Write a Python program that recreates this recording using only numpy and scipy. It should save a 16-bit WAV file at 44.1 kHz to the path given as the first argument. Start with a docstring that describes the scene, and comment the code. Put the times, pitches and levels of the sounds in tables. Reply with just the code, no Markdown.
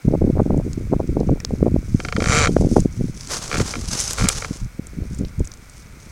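"""A kayak drifts on a lake, over a faint hiss and a thin electronic whine. From the start, gusts throw
eddies against the microphone in the paddler's hand. Small fittings tick now and then. At 2 s the paddler
turns: a nylon jacket rustles and a strained joint of the gear creaks, its stick-slip quickening to a
squealing rasp. From 3.3 to 4.5 s come louder rustles, short creaks and the sharpest ticks; then the gear
settles and the wind eases."""
import sys
import numpy as np
from scipy import signal
from scipy.fft import rfft, irfft
from scipy.io import wavfile
from scipy.ndimage import uniform_filter1d

SR = 44100
rng = np.random.default_rng(int(sys.argv[2]) if len(sys.argv) > 2 else 0)


def transcribe(u):
    """Save the signal u as a 16-bit wav file named by the first command-line argument.

    u: samples, shape (n,) or (channels, n), limited to [-1, 1]; the rate is SR.
    q: integer samples, one column per channel.
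    """
    v = np.clip(np.atleast_2d(u).T, -1, 1)
    q = np.round(v * 32767).astype(np.int16)
    wavfile.write(sys.argv[1], SR, q)


N = 269451
TIME = np.arange(N) / SR

# gusts: start/s, length/s, level/dB, typical eddy f/Hz
WIND_GUSTS = [(0.058, 0.12, -21.5, 129), (0.211, 0.074, -18, 158), (0.336, 0.084, -18.5, 115),
              (0.484, 0.11, -18, 190), (0.639, .075, -25, 123), (0.802, 0.25, -28, 112),
              (1.092, 0.027, -19, 167), (1.153, 0.098, -23, 157), (1.277, 0.055, -15.5, 176),
              (1.496, 0.043, -25, 148), (1.589, 0.2, -22.5, 136), (1.885, 0.073, -25.5, 92),
              (2.183, 0.064, -23, 135), (2.27, 0.39, -21, 114), (2.58, 0.073, -19.5, 161),
              (2.711, .02, -16.5, 160), (2.775, 0.04, -16, 98), (2.977, 0.12, -23, 111.5),
              (3.543, 0.099, -25, 136.8), (3.763, 0.19, -30, 89), (4.196, 0.074, -20, 94),
              (4.361, 0.014, -25.5, 68.4), (4.619, 0.034, -24, 85), (4.972, 0.055, -27.5, 133),
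              (5.109, 0.023, -30.5, 116), (5.192, 0.061, -25.5, 110), (5.387, 0.035, -18.5, 97)]
# breeze between gusts: t/s, level/dB
BREEZE_LEVEL = [(0, -76), (0.06, -29.5), (1.4, -35.5), (2.8, -30), (3.2, -39.5), (4.5, -37), (4.73, -46.5),
                (5.1, -33.5), (5.6, -47), (6.1, -43.5)]
# long creak, single slips to a rasp and back: t/s, slip rate/Hz, force/dB
CREAK_RUN = [(2.0013, 15.5, -0.5), (2.058, 28.4, 3.5), (2.108, 25.2, 5), (2.2, 25, 5), (2.206, 52.7, 4),
             (2.26, 57.5, 2), (2.329, 149, 7), (2.391, 160, 8), (2.441, 138, 7), (2.463, 62.4, 9),
             (2.481, 72, 9)]


def undb(db):
    """Decibels to gain."""
    return 10 ** (np.asarray(db) / 20)


def unit(x):
    """Scale to rms 1."""
    return x / np.sqrt(np.mean(x ** 2))


def even(x, span_s):
    """Scale to a running rms of 1 over span_s."""
    return x / np.sqrt(uniform_filter1d(x ** 2, int(SR * span_s)) + 1e-9)


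def curves(table):
    """Columns after t/s, interpolated per sample."""
    t_s, *columns = np.transpose(table)
    return [np.interp(TIME, t_s, column) for column in columns]


def add(out, t_s, sound):
    """Mix a short sound in at t_s."""
    i = int(t_s * SR)
    lo, hi = max(i, 0), min(i + len(sound), N)
    if hi > lo:
        out[lo:hi] += sound[lo - i:hi - i]


def colour(x, points):
    """Minimum-phase filter through points of f/Hz, gain/dB."""
    hz, db = np.transpose(points)
    size = 2048
    grid_hz = np.maximum(np.fft.rfftfreq(size, 1 / SR), 1)
    gain = undb(np.interp(np.log(grid_hz), np.log(hz), db))
    cepstrum = irfft(np.log(gain))
    cepstrum[1:size // 2] *= 2
    cepstrum[size // 2 + 1:] = 0
    impulse = irfft(np.exp(rfft(cepstrum)))
    return signal.fftconvolve(x, impulse)[:len(x)]


def band(lo_hz, hi_hz, order=2):
    """Band of noise, rms 1."""
    sos = signal.butter(order, [lo_hz, hi_hz], "band", fs=SR, output="sos")
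    return unit(signal.sosfilt(sos, rng.standard_normal(N)))


def walk(rate_hz):
    """Random steps at rate_hz, smoothed twice; rms 1."""
    hold = max(int(SR / rate_hz), 1)
    steps = rng.standard_normal(N)[np.arange(N) // hold]
    return unit(uniform_filter1d(uniform_filter1d(steps, hold), hold))


def hiss(hiss_db=-50, whine_db=-75, whine_hz=13690):
    """Steady hiss with soft resonances, plus a thin electronic whine."""
    # hiss spectrum: f/Hz, level/dB
    spectrum = [(100, 0), (480, 5.5), (800, -1), (1100, 0.5), (1450, 4.5), (1800, -1), (2250, 5.5),
                (2900, -8.5), (4200, -7.5), (6000, -11), (8500, -9.5), (11000, -14.5), (16000, -16.5)]
    noise = unit(colour(rng.standard_normal(N), spectrum))
    whine = unit(np.sin(2 * np.pi * whine_hz * TIME))
    return undb(hiss_db) * noise + undb(whine_db) * whine


def gusting(release_s, attack_s=0.0058):
    """Gust envelope: each swells, holds and dies away; powers add."""
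    power = np.zeros(N)
    for start_s, length_s, db, _ in WIND_GUSTS:
        before = np.maximum(start_s - TIME, 0) / attack_s
        after = np.maximum(TIME - start_s - length_s, 0) / release_s
        outside = before + after
        near = outside < 8
        power[near] += (undb(db) * np.exp(-outside[near])) ** 2
    return np.sqrt(power)


def rumble(gust_gain_db=-4):
    """Slow push of the air, lingering after each gust."""
    gusts = undb(gust_gain_db) * gusting(release_s=0.024)
    breeze = undb(curves(BREEZE_LEVEL)[0])
    return even(band(12.2, 65.5, order=3), span_s=0.1) * np.hypot(gusts, breeze)


def eddy(hz, phase_turns):
    """Pressure swing of a passing vortex, centred 0.05 s in: smaller is quicker; phase skews it."""
    t = np.arange(-SR // 20, SR // 20) / SR
    return np.real(np.exp(2j * np.pi * phase_turns) / (1 - 2j * np.pi * hz * t / 3) ** 4)


def turbulence(gain_db=1, log_hz_spread=0.45, spread_db=5.5, count=1100):
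    """Stream of small eddies, as strong and as quick as the gust carrying them."""
    air = np.hypot(gusting(release_s=0.01), undb(curves(BREEZE_LEVEL)[0]))
    start_s, length_s, _, gust_hz = np.transpose(WIND_GUSTS)
    stream = np.zeros(N)
    draws = np.c_[rng.random((count, 2)), rng.standard_normal((count, 2))]
    for k, (offset, phase, speed, strength) in enumerate(draws):
        t_s = (k + offset) / count * N / SR
        typical_hz = np.interp(t_s, start_s + length_s / 2, gust_hz)
        hz = typical_hz * np.exp(log_hz_spread * np.clip(speed, -2, 2))
        add(stream, t_s - 0.05, undb(spread_db * strength) * eddy(hz, phase))
    return even(stream, span_s=0.05) * air * undb(gain_db)


def buffets(wake_db=-15, wake_spread_s=0.00507, wake_ratio=1.39, wake_count=3):
    """The strongest eddies thump on the microphone, each ringed by smaller, quicker ones."""
    # strongest eddies: t/s, level/dB, centre f/Hz
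    eddies = [(0.053, -7, 153), (0.082, -0.5, 173), (0.14, -0.5, 280), (0.152, -5, 356), (0.219, -5, 290),
              (0.243, -6.5, 233), (0.278, -5.5, 208), (0.301, -2, 213), (0.373, -8.5, 323),
              (0.398, -5.5, 470), (0.403, -0.5, 326), (0.419, -3, 177), (0.463, -6.5, 243),
              (0.501, -8, 258), (0.546, -8, 324), (0.567, -13, 208), (0.6, -11.5, 330), (0.667, -9.5, 198),
              (0.779, -9.5, 192), (0.928, -2, 235), (0.936, -2.5, 386), (0.966, -5, 173),
              (1.003, -4.5, 350), (1.17, -4, 318), (1.211, -3.5, 260), (1.295, -5, 356), (1.314, -6, 176),
              (1.538, -7.5, 209), (1.629, 3, 215), (1.666, -1, 302), (1.681, -8, 280), (1.744, -0.5, 176),
              (1.764, -3, 265), (1.949, -1.5, 141), (2.158, -9.5, 115), (2.184, -6, 236), (2.299, -9, 111),
              (2.494, -6.5, 270), (2.567, 4.5, 296), (2.648, -4.5, 235), (2.671, -5.5, 208),
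              (2.766, 1.5, 454), (2.769, 3, 233), (2.783, -3, 297), (2.858, -1, 192), (3.011, -8, 213),
              (3.605, -6, 276), (3.613, -8, 115.8), (4.242, -5.5, 120), (4.251, -6.5, 134),
              (4.511, -10, 166), (4.796, -11, 165), (5.211, -10.5, 160), (5.406, -11.5, 253)]
    out = np.zeros(N)
    all_phases = rng.random((len(eddies), wake_count + 1))
    all_lags_s = wake_spread_s * rng.standard_normal((len(eddies), wake_count))
    for (t_s, db, hz), phases, lags_s in zip(eddies, all_phases, all_lags_s):
        add(out, t_s - 0.05, undb(db) * eddy(hz, phases[0]))
        for lag_s, phase in zip(lags_s, phases[1:]):
            add(out, t_s - 0.05 + lag_s, undb(db + wake_db) * eddy(hz * wake_ratio, phase))
    return out


def ticks(ring_db=-17, bounce_s=0.0018, bounce_db=-10,
          faint_db=-32, faint_hz=6900, faint_decay_s=0.0033):
    """Hard contacts of small fittings: a crack, a brief ring, one bounce; smaller parts sound brighter."""
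    # contacts: t/s, peak/dB, ring f/Hz, decay/s
    contacts = [(0.576, -31.5, 7000, .001), (0.732, -21.5, 6060, 0.00073), (1.074, -35, 6300, .0011),
                (1.202, -30.5, 5500, 0.0015), (1.402, -22, 5860, 0.00083), (1.4023, -28.5, 2010, 0.0029),
                (1.4489, -5.5, 5000, 0.00034), (2.804, -13, 6700, 0.00034), (3.209, -20, 5130, 0.00058),
                (3.273, -18.5, 6300, 0.0015), (3.479, -21, 6140, 0.00092), (3.708, -16, 5307, 0.0012),
                (4.001, -7.5, 6880, 0.0034), (4.011, -12, 6500, 0.002), (4.109, -13, 8070, 0.00048),
                (4.1327, -7.5, 7840, 0.00062), (4.2867, 2.5, 7600, 0.0028), (4.2881, -3.5, 5100, 0.0012),
                (4.29, -13, 3160, 0.0032), (4.869, -25, 7450, 0.0015), (5.25, -26, 4360, 0.00091),
                (5.474, -21.5, 6600, 0.00044), (5.517, -25.5, 4860, 0.0016), (5.538, -27, 6800, .0014)]
    # crack spectrum: f/ring f, level/dB
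    crack_shape = [(.05, -9), (.3, -8.5), (.55, -8.5), (.8, 1.5), (1, 8.5), (1.3, 2), (1.6, -14),
                   (2.4, -24)]
    out, t = np.zeros(N), np.arange(SR // 30) / SR
    settling = [(t_s, faint_db, faint_hz, faint_decay_s) for t_s in rng.uniform(4.7, 5.75, size=7)]
    for t_s, db, hz, decay_s in contacts + settling:
        for lag_s, hit_db in (0, 0), (bounce_s, bounce_db):
            fade = np.exp(-t / decay_s)
            crack = colour(rng.standard_normal(len(t)) * fade, np.array(crack_shape) * [hz, 1])
            tick = crack + undb(ring_db) * fade * np.sin(2 * np.pi * hz * t)
            add(out, t_s + lag_s, undb(db + hit_db) * tick / np.abs(tick).max())
    return out


def fibres(rate_hz, spread_db):
    """Dense tiny snaps of threads catching and letting go, rms 1."""
    size = undb(spread_db * np.minimum(rng.exponential(size=N), 4))
    snaps = rng.random(N) < rate_hz / SR
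    return unit(snaps * size * rng.standard_normal(N))


def crinkles(rate_hz, spread_db, power_decay_s=0.00036):
    """Sparse snaps of folds popping over, rms 1."""
    size = undb(spread_db * np.minimum(rng.exponential(size=N), 3))
    snaps = rng.random(N) < rate_hz / SR
    power = signal.lfilter([1], [1, -np.exp(-1 / (SR * power_decay_s))], snaps * size ** 2)
    return unit(np.sqrt(power) * rng.standard_normal(N))


def jacket(swish_gain_db=-1, scrape_gain_db=3.5, idle_db=-58, jerk_db=1.92, crinkle_db=-3):
    """Nylon rubs on itself in small jerks: each stroke is a bright, crinkly swish and a fuller scrape."""
    # strokes: middle/s, length/s, swish/dB, scrape/dB
    strokes = [(0.707, 0.078, -51, -75), (1.553, .1, -55, -77), (2.056, 0.32, -46, -58),
               (2.344, 0.17, -30, -60), (2.615, 0.16, -41, -55), (2.765, 0.11, -38.5, -71),
               (3.05, 0.22, -48, -72), (3.226, 0.096, -41, -54), (3.341, 0.064, -25.5, -30),
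               (3.459, 0.1, -35, -39), (3.583, 0.1, -34, -32), (3.696, 0.058, -30.5, -36.5),
               (3.807, 0.15, -39, -44), (3.89, 0.017, -26, -43.5), (3.949, 0.061, -26.5, -34),
               (4.03, 0.086, -22.5, -37), (4.102, 0.088, -32, -41), (4.209, 0.072, -28.5, -32),
               (4.322, 0.032, -26, -36), (4.368, 0.18, -34, -38.5), (4.56, 0.083, -44, -50),
               (5.146, 0.11, -51.5, -63), (5.783, 0.057, -49.5, -69), (6.068, 0.16, -52, -65)]
    # swish spectrum: f/Hz, level/dB
    swish_spectrum = [(500, -30), (2800, -15), (4000, -11.5), (5200, -3.5), (6200, -1), (7300, -8),
                      (8300, -8.5), (10000, -12), (12000, -23), (16000, -71)]
    # scrape spectrum: f/Hz, level/dB
    scrape_spectrum = [(150, -9.5), (400, 3.5), (700, 0.5), (1000, 0.5), (1350, 1.5), (1800, -3.5),
                       (2300, -5), (2900, -6.5), (4500, -3.5), (7000, -2), (14000, -28)]
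    swish_power, scrape_power = np.full(N, undb(idle_db) ** 2), np.zeros(N)
    for middle_s, length_s, swish_db, scrape_db in strokes:
        swell = np.exp(-np.minimum((2 * (TIME - middle_s) / length_s) ** 2, 50))
        swish_power += swell * undb(swish_db + swish_gain_db) ** 2
        scrape_power += swell * undb(scrape_db + scrape_gain_db) ** 2
    jerks = undb(jerk_db * walk(rate_hz=130))
    threads = fibres(rate_hz=14000, spread_db=3)
    folds = undb(crinkle_db) * crinkles(rate_hz=150, spread_db=4)
    swish = unit(colour(threads + folds, swish_spectrum)) * np.sqrt(swish_power)
    coarse_threads = fibres(rate_hz=4600, spread_db=-0.5)
    scrape = unit(colour(coarse_threads, scrape_spectrum)) * np.sqrt(scrape_power)
    return jerks * (swish + scrape)


def slip_rate_hz():
    """Slip rate through the long creak; zero outside it."""
    t_s, rate_hz, _ = np.transpose(CREAK_RUN)
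    return np.interp(TIME, t_s, rate_hz, left=0, right=0)


def stick_slip(jitter_s=0.00017):
    """The joint lets go at each further step of strain; returns rows of t/s, force/dB."""
    # evenly paced short creaks: start/s, length/s, slip rate/Hz, force/dB
    short_runs = [(3.5138, .065, 71, 2.5), (3.5987, .01, 70, 3.5), (3.738, .025, 60, 0),
                  (4.183, .045, 76, 1.5), (4.2415, .065, 70, 1.5), (4.4225, .035, 41.4, 0)]
    slip_count = np.ceil(np.cumsum(slip_rate_hz()) / SR)
    releases = np.flatnonzero(np.diff(slip_count))
    _, force_db = curves(CREAK_RUN)
    slips = list(zip(TIME[releases], force_db[releases]))
    for start_s, length_s, rate_hz, db in short_runs:
        slips += [(start_s + lag_s, db) for lag_s in np.arange(0, length_s, 1 / rate_hz)]
    return [(t_s + jitter_s * rng.standard_normal(), db) for t_s, db in slips]


def creak(slips, gain_db=-15, spread_db=1.14, detune=0.003, grit_db=-9, grit_decay_s=0.0041):
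    """Each slip kicks the joint's modes and spits a little grit; crowded slips merge into a rasp."""
    # joint modes: f/Hz, t60/s, level/dB
    modes = [(450, 0.055, -16), (565, 0.029, -14.5), (725, 0.13, -24), (1179, 0.022, -11.5),
             (1378, 0.031, -9), (1690, 0.012, -11), (1863, 0.018, -13), (2200, 0.011, -5),
             (2406, 0.015, -8), (3150, 0.074, -28), (3860, 0.024, -26), (4500, 0.0068, -11),
             (6040, 0.0032, -14.5), (6870, 0.013, -32)]
    grit_spectrum = [(300, 1), (1500, 7), (5000, -2.5), (7500, -6.5), (12000, -39)]  # f/Hz, level/dB
    out, t = np.zeros(N), np.arange(SR // 16) / SR
    hz, t60_s, db = np.transpose(modes)[:, :, None]
    polarity = (-1) ** np.arange(len(hz))[:, None]  # neighbouring modes swing in opposite senses
    envelopes = polarity * undb(db - 60 * t / t60_s)
    for t_s, force_db in slips:
        tuning = 1 + detune * rng.standard_normal(hz.shape)
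        ring = np.sum(envelopes * np.sin(2 * np.pi * hz * tuning * t), axis=0)
        grit = colour(rng.standard_normal(len(t)) * np.exp(-t / grit_decay_s), grit_spectrum)
        force = undb(force_db + gain_db + spread_db * rng.standard_normal())
        add(out, t_s, force * (ring + undb(grit_db) * grit))
    return out


def squeal(slips, gain_db=-29.5, decay_s=0.0072, sustain=0.48, onset_rate_hz=70, sharpness=6):
    """In fast sliding, friction excites the joint's high resonances, renewed by every slip."""
    # high resonances: f/Hz, width/Hz, level/dB
    modes = [(3860, 180, -2.5), (4330, 298, -10), (5370, 900, -18), (6000, 630, 5.5), (7120, 630, 7),
             (8540, 1300, -3.5)]
    kick = np.exp(-np.arange(SR // 30) / SR / decay_s)
    kicks = np.zeros(N)
    for t_s, _ in slips:
        add(kicks, t_s, kick)
    rings = sum(undb(db) * band(hz - width_hz / 2, hz + width_hz / 2) for hz, width_hz, db in modes)
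    drive = (slip_rate_hz() / onset_rate_hz) ** sharpness
    return unit(rings) * (sustain + kicks) * undb(gain_db) * drive / (1 + drive)


def scene():
    """Wind, cloth, ticks and creak close to one microphone, over hiss."""
    wind = buffets() + turbulence() + rumble()
    mix = wind + jacket() + ticks() + hiss()
    slips = stick_slip()
    return (mix + creak(slips) + squeal(slips))[None]


def record(dry, low_cut_hz=7, top_hz=16200):
    """The recorder drops the deepest rumble, rounds off peaks near full scale and cuts the top."""
    highpass = signal.butter(1, low_cut_hz, "high", fs=SR, output="sos")
    lowpass = signal.ellip(8, 0.2, 70, top_hz, fs=SR, output="sos")
    x = signal.sosfilt(highpass, dry)
    rounded = x / (1 + x ** 8) ** (1 / 8)
    return signal.sosfilt(lowpass, rounded)


dry = scene()
out = record(dry)
transcribe(out)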